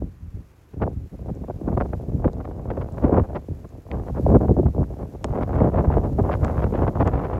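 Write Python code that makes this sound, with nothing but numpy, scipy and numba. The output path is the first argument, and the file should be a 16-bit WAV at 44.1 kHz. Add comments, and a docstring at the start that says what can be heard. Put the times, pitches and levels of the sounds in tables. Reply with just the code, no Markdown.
"""A blizzard blows across a handheld microphone in a snowed-in car park, far wind and a faint hiss behind it.
In the first second the wind drops low between gusts; then eddies buffet and knock the port over a lumpy rumble,
and vortices sweep it with falling whumps. Snow grains tick on the housing from 1.4 s, sharpest at 5.2 s.
From about 5.3 s the roar is strong and reaches highest at the end.
Wind, rumble and hiss are shaped noise; whumps are falling sines, knocks filtered impulses, grains noise bursts."""
import sys
import numpy as np
from scipy import signal
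from scipy.fft import rfft, irfft, next_fast_len
from scipy.io import wavfile
from scipy.ndimage import uniform_filter1d
from numba import njit

SR = 44100
rng = np.random.default_rng(int(sys.argv[2]) if len(sys.argv) > 2 else 0)


def digitize_waveform(pressure):
    """Quantize a signal to 16-bit integers and store it at the path in sys.argv[1].

    Rows of a 2-D input are taken as channels; values are limited to [-1, 1].
    """
    field = np.atleast_2d(pressure).T
    bounded = np.clip(field, -1, 1)
    quanta = np.round(bounded * 32767).astype(np.int16)
    wavfile.write(sys.argv[1], SR, quanta)


N = 325899
TIME = np.arange(N) / SR
SIZE = next_fast_len(N)
FREQS = np.maximum(np.arange(SIZE // 2 + 1) * SR / SIZE, 1)


def port_turbulence(port_hz=31, bright_thinning_db=4.5, buffet_evens=0.63):
    """Wind, gusts, lulls and buffets drive roar and rumble; the microphone drops the deepest bass."""
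    # wind at the port before any surge: t/s, roar level/dB per octave, knee f/Hz above which the roar falls
    wind = [(0.04, -36.5, 457), (0.15, -59, 166), (0.68, -69.5, 330), (0.81, -37, 442), (1.1, -52, 224),
            (1.22, -42.5, 600), (1.59, -42.5, 650), (2.2, -37.5, 663), (3.08, -42.5, 1145),
            (3.36, -41.5, 1046), (3.42, -48.5, 598), (3.87, -49, 800), (3.94, -37, 1070),
            (4.73, -43.5, 562), (4.85, -38.5, 910), (5.2, -44.5, 770), (5.34, -34, 1320),
            (6.13, -33.5, 707), (6.91, -32.5, 1020), (7.39, -35, 1660)]
    # gusts on the wind: t/s, time to release/s, level change/dB, knee lift/octaves, extra rumble level/dB
    gusts = [(0.315, 0.091, 25.5, 0.65, -5), (0.775, 0.14, 4, 0.7, -1.5), (1.625, 0.15, 1.5, 0.43, 4.5),
             (2.205, 0.06, -1, 0.51, -1), (3.01, 0.19, 15, -0.22, 3.5), (4.25, 0.45, 15, -0.34, -2.5),
             (4.738, 0.09, 10, -0.39, 0), (5.523, .13, 4, 0.21, -10.5), (5.717, 0.066, 7.5, 0.25, 0),
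             (5.85, 0.13, 4.5, 0.69, 4.5), (6.215, 0.13, 3.5, 0.66, 0.5), (6.442, 0.19, 0, 0.78, 2),
             (6.71, 0.12, 5, 0.49, -2.5), (6.97, 0.23, 1.5, 0.17, 2)]
    # big eddies hitting the port: t/s of full strength, hold/s, level change/dB, knee lift/octaves
    buffets = [(0.022, 0.01, 1, -0.099), (0.21, 0.055, 29.5, -0.57), (0.271, 0.0043, 29, -0.51),
               (0.735, 0.004, 17.5, 1.8), (0.767, 0.0095, 14.5, 0.28), (0.818, 0.019, 4, 0.99),
               (1.01, 0.054, 7, 0.44), (1.119, 0.032, 11, 0.72), (1.29, 0.01, 7, 0.43),
               (1.441, 0.0017, 3, 1), (1.483, 0.0025, 10, 0.78), (1.499, 0.0097, 11.5, 0.86),
               (1.674, 0.026, 9.5, 0.51), (1.718, 0.019, 11, 0.22), (1.774, 0.0044, 17, 0.35),
               (1.804, 0.016, 10.5, 0.89), (1.854, 0.0063, 12.5, 0.86), (1.933, 0.0058, 5.5, 0.97),
               (2.082, 0.0043, 15, -0.87), (2.138, 0.015, 19.5, -1.5), (2.248, 0.001, 12, 0.64),
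               (2.259, 0.00073, 24.5, -1.85), (2.278, 0.0039, 6.5, 0.85), (2.408, 0.005, 1.5, 1.1),
               (2.447, 0.0071, 3.5, 1.46), (2.478, .003, -5, 0.79), (2.514, 0.0024, 5, 1.1),
               (2.654, 0.004, 7, 0.39), (2.707, 0.004, 4, 1), (2.772, 0.0033, 8, 0.78),
               (2.813, 0.008, 2, 1), (2.98, 0.005, 6.5, 0.39), (3.042, 0.0095, 6, 0.61),
               (3.083, 0.002, -4, 0.68), (3.122, 0.012, 9, 0.058), (3.177, 0.012, 6, -0.12),
               (3.237, 0.017, 4, 0.49), (3.354, 0.019, 8, 0.87), (3.486, 0.033, 23, -1.46),
               (3.646, 0.002, 10, 1.4), (3.585, 0.019, 2, 0.31), (3.923, 0.032, 4.5, 0.25),
               (4.03, 0.052, 0, 0.27), (4.075, 0.017, 4.5, 0.66), (4.168, 0.029, 5.5, 0.5),
               (4.226, 0.004, 11, -0.57), (4.266, 0.0017, 3, -1.1), (4.287, 0.043, 6.5, 0.14),
               (4.348, 0.017, 13, 0.18), (4.409, 0.057, 4.5, 0.42), (4.489, 0.014, 12, -0.22),
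               (4.533, 0.015, 3, -0.41), (4.571, 0.022, 6.5, 0.27), (4.664, 0.024, -5.5, 1.13),
               (4.78, 0.04, 9, 0.027), (4.994, 0.042, 6, 0.39), (5.151, 0.0018, 11, 0.3),
               (5.244, 0.0066, 17, 0.16), (5.428, 0.0036, 0, 0.74), (5.612, 0.0053, 15, -0.98),
               (5.64, 0.042, 9.5, -0.28), (5.848, 0.0034, 6.5, 0.47), (5.915, 0.03, 1, 0.37),
               (5.968, 0.0076, 6, -0.26), (6.037, 0.057, 3.5, 0.48), (6.187, 0.02, 12.5, 0.52),
               (6.32, 0.025, -1.5, 1), (6.442, 0.006, 4.5, 1.1), (6.482, 0.004, 0, 0.34),
               (6.5, 0.0027, -2, -0.35), (6.62, 0.023, 6, 0.31), (6.742, 0.025, -2, 0.75),
               (6.869, 0.021, 7.5, 0.59), (6.957, 0.0045, 4, 0.45), (7.0, 0.028, 10.5, 0.38),
               (7.058, 0.027, 6, 0.14), (7.245, 0.0077, 2.5, 0.33), (7.335, 0.0039, 4.5, 0.33)]
    # mostly slack air between gusts: t/s, time to release/s, roar level change/dB, rumble level change/dB
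    lulls = [(1.085, 0.023, -17, -29), (1.16, 0.015, -5, -10), (1.462, 0.014, -11, -20),
             (1.585, 0.049, 3.5, -17), (1.945, 0.029, -6, 1), (3.065, 0.08, -2.5, -7.5),
             (3.14, 0.063, 1, -15), (3.203, 0.029, -9, 4), (3.405, 0.09, -1.5, -5.5),
             (3.665, 0.032, -12, -10), (3.8, 0.055, -5, -15), (3.875, 0.031, -0.5, -7),
             (4.11, 0.03, -15, 2), (4.24, 0.013, 1, 8), (4.326, 0.0069, -2, -7.5), (4.378, 0.022, -11, 0),
             (4.41, 0.058, -2, -14), (4.458, 0.015, -12, -4), (4.61, 0.038, -4, 2.5),
             (4.685, 0.045, -7, -8), (4.94, 0.037, -13, -7), (5.075, 0.054, -2, -13), (5.175, 0.078, -1, 0),
             (5.295, 0.02, -4, 6), (5.345, 0.066, 4, -5), (5.443, 0.028, -16, -4), (5.49, 0.043, -0.5, -4),
             (5.698, 0.03, -5, -0.5), (6.095, 0.053, 1, -1.5), (6.365, 0.048, -3, -5),
             (6.672, 0.025, -7, 2.5), (6.84, 0.031, -8, -3), (6.905, 0.047, -2, -13),
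             (7.035, 0.015, -5.5, 2), (7.185, 0.012, -1.5, -11), (7.095, 0.033, -5.5, -1),
             (7.265, 0.027, -4.5, 1.5)]
    # the largest eddies, moving only the rumble: t/s, time to release/s, level change/dB
    bass_swells = [(0.01, 0.033, 3), (0.96, 0.015, 10.5), (1.64, 0.019, 5), (2.79, 0.034, 4),
                   (3.035, 0.018, 5), (4.24, 0.029, 9.5), (4.305, 0.019, 4), (4.47, 0.069, 0.5),
                   (4.645, 0.085, 8), (4.79, 0.057, 1.5), (5.545, 0.062, 11.5), (5.872, 0.0234, 5.5),
                   (6.1, 0.1, 4), (6.205, 0.021, 10), (6.82, 0.012, 7), (7.01, 0.023, 3.5),
                   (7.09, 0.028, -1.5)]
    # how strongly little eddies break up the roar, before buffets even it: t/s, raggedness/ratio
    raggedness_curve = [(0.0, 2.5), (2.6, 1.73), (4.4, 2.4), (5.6, 1.74), (7.39, 1.65)]

    wind_db, knee_hz = in_time(wind)
    gust_db, gust_lift, extra_rumble_db = surges(gusts, attack_s=0.025, release_s=0.039)
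    buffet_db, buffet_lift = surges(buffets, attack_s=0.0092, release_s=0.0083, lead_s=0.0092)
    # in a lull the air dies away and returns abruptly
    roar_lull_db, rumble_lull_db = surges(lulls, attack_s=0.0066, release_s=0.0063)
    bass_db, = surges(bass_swells, attack_s=0.0036, release_s=0.0036)

    # the flow never holds still
    flutter_hz, flutter_db, flutter_octaves = 12.4, 2, 0.12
    flutter = drift(flutter_hz)
    flow_db = wind_db + gust_db + flutter_db * flutter
    lift = gust_lift + buffet_lift + flutter_octaves * flutter

    # a middling roar, the rumble that goes with it, and the share of the roar's swing the rumble takes
    breeze_db, breeze_rumble_db, rumble_follows = -38.5, -30.5, 0.82
    rumble_db = breeze_rumble_db + rumble_follows * (flow_db - breeze_db)
    rumble_db = rumble_db + extra_rumble_db + rumble_lull_db + bass_db

    # a buffet is one full body of air, less ragged than the flow around it
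    raggedness = in_time(raggedness_curve)[0] * from_db(-buffet_evens * buffet_db)
    slackened_db = flow_db + roar_lull_db
    rush = bass_lags(roar(slackened_db + buffet_db, knee_hz * 2 ** lift, raggedness))
    strays = stray_vortices(slackened_db, knee_hz * 2 ** gust_lift)
    # a bright buffet is small and has little bass
    thump_db = buffet_db - bright_thinning_db * buffet_lift
    pressure = rush + rumble(rumble_db, thump_db) + whumps(strays) + knocks()
    return butter(pressure, port_hz, "high", order=4)


def roar(level_db, knee_hz, raggedness, knee_scale=0.89, trim_db=0.3, ragged_db=4.0,
         ragged_octaves=0.04, damping=2.68, hold_s=0.0085):
    """Eddies of every size down to the knee; smaller ones die out at 24 dB an octave."""
    # roar before the knee filter: f/Hz, relative level/dB per octave
    roar_spectrum = [(30, -26.5), (65, -1.5), (130, -2.5), (240, -2), (450, 0.5), (680, 2), (900, -0.5),
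                     (1080, -0.5), (1350, -3), (2000, -3.5), (4000, -2.5), (12000, 14.5)]
    # from level per octave to gain per frequency bin
    shape = on_bins(roar_spectrum) / np.sqrt(FREQS * np.log(2) * SIZE / SR)
    air = even_noise(shape, 80, count=13, steady_cycles=4.5)
    # each little eddy makes the air louder and brighter at once
    ragged = small_eddies() * raggedness
    edge_hz = knee_scale * knee_hz * 2 ** (ragged_octaves * ragged)
    edge_hz = np.clip(edge_hz, SR / 700, SR / 8)
    tangent = np.tan(np.pi * edge_hz / SR)
    air = moving_lowpass(air * from_db(level_db + ragged_db * ragged), tangent, np.sqrt(2))
    air = moving_lowpass(air, tangent, damping)
    # the wind supplies the power of all octaves under the knee; the eddies only share it out
    power_below = np.interp(knee_hz * np.exp(-1 / 4), FREQS, np.cumsum(shape ** 2))
    power = from_db(level_db + trim_db) ** 2 * power_below
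    return evened(air, hold_s) * np.sqrt(np.abs(smooth(power, hold_s)))


def small_eddies(per_s=110, fade_s=0.0043, rise_s=0.0012):
    """A hail of little eddies, each a quick rise in air speed that fades; mean 0, spread about 1."""
    hits = (rng.random(N) < per_s / SR) * rng.uniform(0.083, 1, N)
    speed = lagged(lagged(hits, fade_s), rise_s)
    speed = rms_one(speed - smooth(speed, 0.031))
    return 3 * np.tanh(speed / 3)  # the strongest rises are rounded


def bass_lags(x, lag_cycles=1.17, lag_hz=70.4):
    """Large eddies pass more slowly, so every flap droops: lag = cycles / (pitch + lag_hz)."""
    size = next_fast_len(N + SR)
    hz = np.arange(size // 2 + 1) * SR / size
    turns = lag_cycles * np.log1p(hz / lag_hz)
    return irfft(rfft(x, size) * np.exp(-2j * np.pi * turns), size)[:N]


def rumble(level_db, swell_db, thump_share=0.41, thump_lag_s=0.0086, lumpy_db=2.5):
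    """The largest eddies; the low thump of a buffet follows its first slap."""
    # rumble: f/Hz, relative level/dB per Hz
    rumble_spectrum = [(20, -36.5), (43, -7), (64, -2), (116, -7.5), (185, -15.5), (300, -26.5),
                       (500, -62.5), (900, -99)]
    air = even_noise(colour(rumble_spectrum), 28, count=8, steady_cycles=2.5)
    thump_db = thump_share * lagged(swell_db, thump_lag_s)
    return air * from_db(level_db + thump_db + lumpy_db * drift(49))


def whumps(strays, rise_s=0.0018, fade_s=0.0084, fall_s=0.00822, end_hz=70, wobble_octaves=0.24):
    """A vortex strikes the port and slows as it leaves: a few uneven swings, ever lower."""
    # vortices sweeping over the port: t/s, starting f/Hz before the wobble, envelope peak level/dB
    vortices = [(0.02, 480, -23.5), (0.876, 847, -19.5), (1.312, 284, -19), (1.416, 373, -24.5),
                (1.444, 460, -34), (1.675, 437, -13.5), (1.703, 380, -15.5), (1.732, 343, -23),
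                (2.257, 415, -9.5), (2.777, 660, -21), (3.043, 400, -7.5), (3.074, 860, -18),
                (3.093, 553, -13), (3.125, 504, -8.5), (3.18, 450, -7), (3.212, 262, -14),
                (3.485, 515, -23), (3.512, 550, -27.5), (4.195, 480, -15), (4.263, 800, -10),
                (4.358, 570, -7), (4.511, 540, -10.5), (4.595, 613, -7), (4.63, 646, -20.5),
                (4.659, 470, -14), (4.747, 675, -26), (4.818, 388, -26), (5.243, 969, -19),
                (5.615, 686, -9.5), (5.972, 680, -12), (6.724, 607, -17.5), (6.819, 467, -11.5)]
    rows = [*vortices, *strays]
    out, age = np.zeros(N), np.arange(SR // 16) / SR
    unsteady = 2 ** (wobble_octaves * drift(250))
    envelope = (1 - np.exp(-(age / rise_s) ** 2)) * np.exp(-age / fade_s)
    envelope = envelope / envelope.max()
    for (s, start_hz, db), turn in zip(rows, rng.random(len(rows))):
        near = slice(int(s * SR), int(s * SR) + len(age))
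        if near.stop <= N:
            hz = (end_hz + (start_hz - end_hz) * np.exp(-age / fall_s)) * unsteady[near]
            swings = np.sin(2 * np.pi * (np.cumsum(hz) / SR + turn))
            out[near] += from_db(db) * envelope * swings
    return out


def stray_vortices(flow_db, knee_hz, per_s=11, above_db=9, spread_db=6.5, pitch_share=0.719):
    """Lesser vortices come at random, their level and pitch following the flow: rows of s, Hz, dB."""
    gap, pitch, strength = rng.random((150, 3)).T
    s = np.cumsum(-np.log(1 - gap) / per_s)
    hz = np.minimum(pitch_share * np.interp(s, TIME, knee_hz), 900) * 2 ** (pitch - .5)
    db = np.interp(s, TIME, flow_db) + above_db + spread_db * (2 * strength - 1)
    return np.transpose([s, hz, db])


def knocks(half_width_octaves=0.47, lead_s=0.0015, level_db=-1.0):
    """A hard eddy is one kick of pressure: a swing or two around its pitch, little above its top."""
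    # small hard eddies: t/s (kick comes lead_s sooner), peak level/dB before level_db, pitch f/Hz, top f/Hz
    hard_eddies = [(0.022, -22, 510, 800), (0.83, -24.5, 1300, 1870), (0.836, -23.5, 1260, 1700),
                   (0.877, -23.5, 670, 1100), (1.261, -27, 520, 800), (1.441, -30.5, 750, 900),
                   (1.501, -18, 550, 800), (1.688, -20.5, 700, 1400), (1.729, -25, 700, 900),
                   (1.778, -29, 705, 1700), (1.805, -21, 1100, 2400), (1.811, -14.5, 1060, 2450),
                   (1.935, -20.5, 860, 1580), (2.0, -25.5, 470, 900), (2.2464, -20, 920, 2200),
                   (2.28, -26.5, 870, 1300), (2.404, -29.5, 950, 1500), (2.478, -26, 597, 1300),
                   (2.889, -28, 654, 1800), (3.167, -24, 930, 1200), (3.177, -12, 900, 1100),
                   (4.16, -35, 1200, 1500), (4.183, -35, 850, 1200), (4.292, -13.5, 634, 800),
                   (4.323, -23, 646, 850), (4.412, -14, 560, 1200), (4.449, -18, 546, 800),
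                   (4.485, -21.5, 730, 2000), (4.495, -10.5, 540, 750), (4.568, -15, 590, 900),
                   (4.661, -19.5, 596, 1400), (4.765, -24, 590, 800), (4.782, -15.5, 520, 750),
                   (4.797, -19, 520, 850), (4.831, -22.5, 850, 900), (4.841, -34, 1220, 2000),
                   (5.286, -28, 850, 1100), (5.337, -19, 650, 1200), (5.427, -20.5, 1050, 1100),
                   (5.617, -11, 663, 1000), (5.745, -18, 666, 1300), (5.849, -18.5, 750, 1300),
                   (5.927, -24, 1200, 1600), (5.971, -8.5, 594, 1100), (6.188, -19, 600, 1000),
                   (6.253, -21, 880, 1200), (6.314, -24.5, 1400, 2200), (6.332, -25, 1600, 4000),
                   (6.3411, -16.5, 1170, 3000), (6.434, -19, 880, 1800), (6.4496, -18.5, 1080, 2600),
                   (6.482, -21.5, 1090, 2400), (6.5, -14.5, 580, 2200), (6.581, -19, 930, 2400),
                   (6.668, -25.5, 940, 1200), (6.822, -17, 620, 1200), (6.869, -16, 804, 1100),
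                   (6.9565, -21, 890, 1800), (6.974, -17, 830, 1100), (7.008, -13, 790, 1100),
                   (7.027, -24, 1000, 2200), (7.082, -17, 860, 1400), (7.202, -20.5, 980, 1100),
                   (7.301, -22, 800, 2000), (7.334, -19, 870, 1300)]
    out, kick = np.zeros(N), signal.unit_impulse(SR // 40)
    signs = rng.choice([-1, 1], len(hard_eddies))
    for (s, db, hz, top_hz), sign in zip(hard_eddies, signs):
        band_hz = [hz / 2 ** half_width_octaves, hz * 2 ** half_width_octaves]
        swing = butter(butter(kick, band_hz, "band"), top_hz, "low", order=3)
        start = int((s - lead_s) * SR)
        out[start:start + len(kick)] += sign * from_db(db + level_db) * swing / np.abs(swing).max()
    return out


def snow_grains(tick_s=0.00057, knock_s=0.00099, bounce_s=0.004, bounce_db=-18, body_db=2):
    """Each grain on the housing gives a dry tick, a duller knock and one small bounce."""
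    # grains: t/s, tick peak level/dB, tick lowest f/Hz, tick highest f/Hz,
    # level of the low knock relative to the tick/dB before body_db
    grains = [(1.351, -49, 6000, 7600, -22), (2.332, -44, 4200, 7300, -6), (2.923, -49, 6000, 7600, -20),
              (3.6915, -50, 5800, 7300, -15), (3.9149, -39.5, 2000, 4600, 10.5),
              (5.2434, -20.5, 2000, 7800, -1.5), (6.4467, -31.5, 2000, 8000, -9),
              (7.0755, -34, 2000, 7500, 11)]
    out, age = np.zeros(N), np.arange(SR // 40) / SR
    for s, db, low_hz, high_hz, knock_db in grains:
        crack, thud = rng.standard_normal((2, len(age)))
        tick = butter(crack * np.exp(-age / tick_s), low_hz, "high", order=3)
        tick = butter(tick, high_hz, "low", order=8)
        knock = butter(thud * np.exp(-age / knock_s), [600, 2200], "band")
        knock = butter(knock, 2800, "low", order=4)
        hit = tick / np.abs(tick).max() + from_db(knock_db + body_db) * knock / np.abs(knock).max()
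        for at, gain_db in ((s, 0), (s + bounce_s, bounce_db)):
            start = int(at * SR)
            out[start:start + len(age)] += from_db(db + gain_db) * hit[:N - start]
    return out


def background(far_db=-61.5, far_waver_db=.5, hiss_db=7.5, hiss_waver_db=1.14):
    """Smooth far wind over the snow, and a faint hiss that swells and sinks."""
    # far wind: f/Hz, relative level/dB per Hz
    far_spectrum = [(60, -23.5), (140, -14), (320, 8.5), (600, 0), (900, -3.5), (1150, -3.5), (1800, -9),
                    (2600, -12.5), (4000, -26), (7000, -68)]
    # hiss: f/Hz, relative level/dB per Hz
    hiss_spectrum = [(1500, 11), (3200, 5.5), (7000, 6), (9000, -1), (11500, 5.5), (15500, -2.5)]
    # course of the hiss: t/s, level/dB before hiss_db
    hiss_course = [(0.0, -77), (0.68, -76.5), (1.87, -72), (2.59, -75), (2.94, -72), (3.85, -74.5),
                   (4.28, -68), (4.51, -71.5), (5.02, -72.5), (5.8, -71.5), (6.5, -67.5), (7.39, -74)]
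    far = irfft(noise_bins(colour(far_spectrum)), SIZE)[:N]
    far = far * from_db(far_db + far_waver_db * drift(0.64))
    hiss = irfft(noise_bins(colour(hiss_spectrum)), SIZE)[:N]
    return far + hiss * from_db(in_time(hiss_course)[0] + hiss_db + hiss_waver_db * drift(60))


def surges(rows, attack_s, release_s, lead_s=0):
    """Surges of air that rise, hold and let go: one control for each column after the two times."""
    controls = np.zeros((len(rows[0]) - 2, N))
    for s, hold_s, *amounts in rows:
        start, end = s - lead_s, s + hold_s + release_s
        near = slice(max(int(start * SR), 0), int(end * SR))
        rise, fall = (TIME[near] - start) / attack_s, (end - TIME[near]) / release_s
        controls[:, near] += np.outer(amounts, np.clip(np.minimum(rise, fall), 0, 1))
    return controls


def even_noise(gain, lowest_hz, count, steady_cycles):
    """Noise in overlapping bands half an octave apart, each held at a steady level."""
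    bins, octave, out = noise_bins(gain), np.log2(FREQS), 0
    for hz in lowest_hz * 2 ** (np.arange(count) / 2):
        weight = np.maximum(1 - 2 * np.abs(octave - np.log2(hz)), 0)
        band = irfft(bins * weight, SIZE)[:N]
        out = out + evened(band, max(steady_cycles / hz, .005)) * np.std(band)
    return out


@njit
def moving_lowpass(x, tangent, damping):
    """Two-pole state-variable low-pass; tangent = tan(pi knee / SR) at every sample."""
    out, band_state, low_state = x.copy(), 0., 0.
    for i in range(len(x)):
        g = tangent[i]
        band = (band_state + g * (x[i] - low_state)) / (1 + g * (g + damping))
        out[i] = low_state + g * band
        band_state, low_state = 2 * band - band_state, 2 * out[i] - low_state
    return out


def drift(rate_hz):
    """Random wander of spread 1: noise under a two-pole low-pass at the rate, run at SR / 20."""
    r = np.exp(-40 * np.pi * rate_hz / SR)
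    chance = rng.standard_normal(N // 20 + 2002)
    slow = signal.lfilter([1], [1, -2 * r, r * r], chance)[2000:]  # skip the settling
    return np.interp(np.arange(N) / 20, np.arange(len(slow)), rms_one(slow))


def from_db(db):
    """Decibels to gain."""
    return 10 ** (np.asarray(db) / 20)


def rms_one(x):
    """Scale to rms 1."""
    return x / np.sqrt(np.mean(x ** 2) + 1e-20)


def in_time(rows):
    """Each column of a curve, at every sample."""
    s, *columns = np.transpose(rows)
    return [np.interp(TIME, s, c) for c in columns]


def on_bins(points):
    """A spectrum as gain per frequency bin."""
    hz, db = np.transpose(points)
    return from_db(np.interp(np.log(FREQS), np.log(hz), db))


def colour(points):
    """A spectrum as gain per frequency bin, with total power 1."""
    gain = on_bins(points)
    return gain / np.sqrt(np.sum(gain ** 2))


def noise_bins(gain):
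    """Random bins whose sound has the power of the given gains."""
    return rfft(rng.standard_normal(SIZE)) * gain * np.sqrt(SIZE / 2)


def smooth(x, seconds):
    """Triangular moving average."""
    size = max(int(seconds * SR), 1)
    return uniform_filter1d(uniform_filter1d(x, size), size)


def evened(x, seconds):
    """Take out level changes slower than the given time."""
    return x / np.sqrt(np.abs(smooth(x ** 2, seconds)) + 1e-12)


def lagged(x, seconds):
    """One-pole lag."""
    r = np.exp(-1 / (seconds * SR))
    return signal.lfilter([1 - r], [1, -r], x + 1e-12)


def butter(x, hz, kind, order=2):
    """Causal Butterworth filter."""
    sos = signal.butter(order, np.minimum(hz, SR / 2 - 100), kind, fs=SR, output="sos")
    return signal.sosfilt(sos, x + 1e-18)


def scene():
    """Everything meets at one microphone port."""
    return (port_turbulence() + snow_grains() + background())[None]


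def record(dry):
    """The largest swings are rounded, the ends are eased and the top is cut."""
    top, ease_s, stop_hz = 0.87, .004, 16600  # the cut is 70 dB deep from stop_hz up
    ease = np.clip(np.minimum(TIME, TIME[-1] - TIME) / ease_s, 0, 1)
    rounded = top * np.tanh(dry / top)
    top_cut = signal.cheby2(16, 70, stop_hz, fs=SR, output="sos")
    return signal.sosfilt(top_cut, ease * rounded)


dry = scene()
out = record(dry)
digitize_waveform(out)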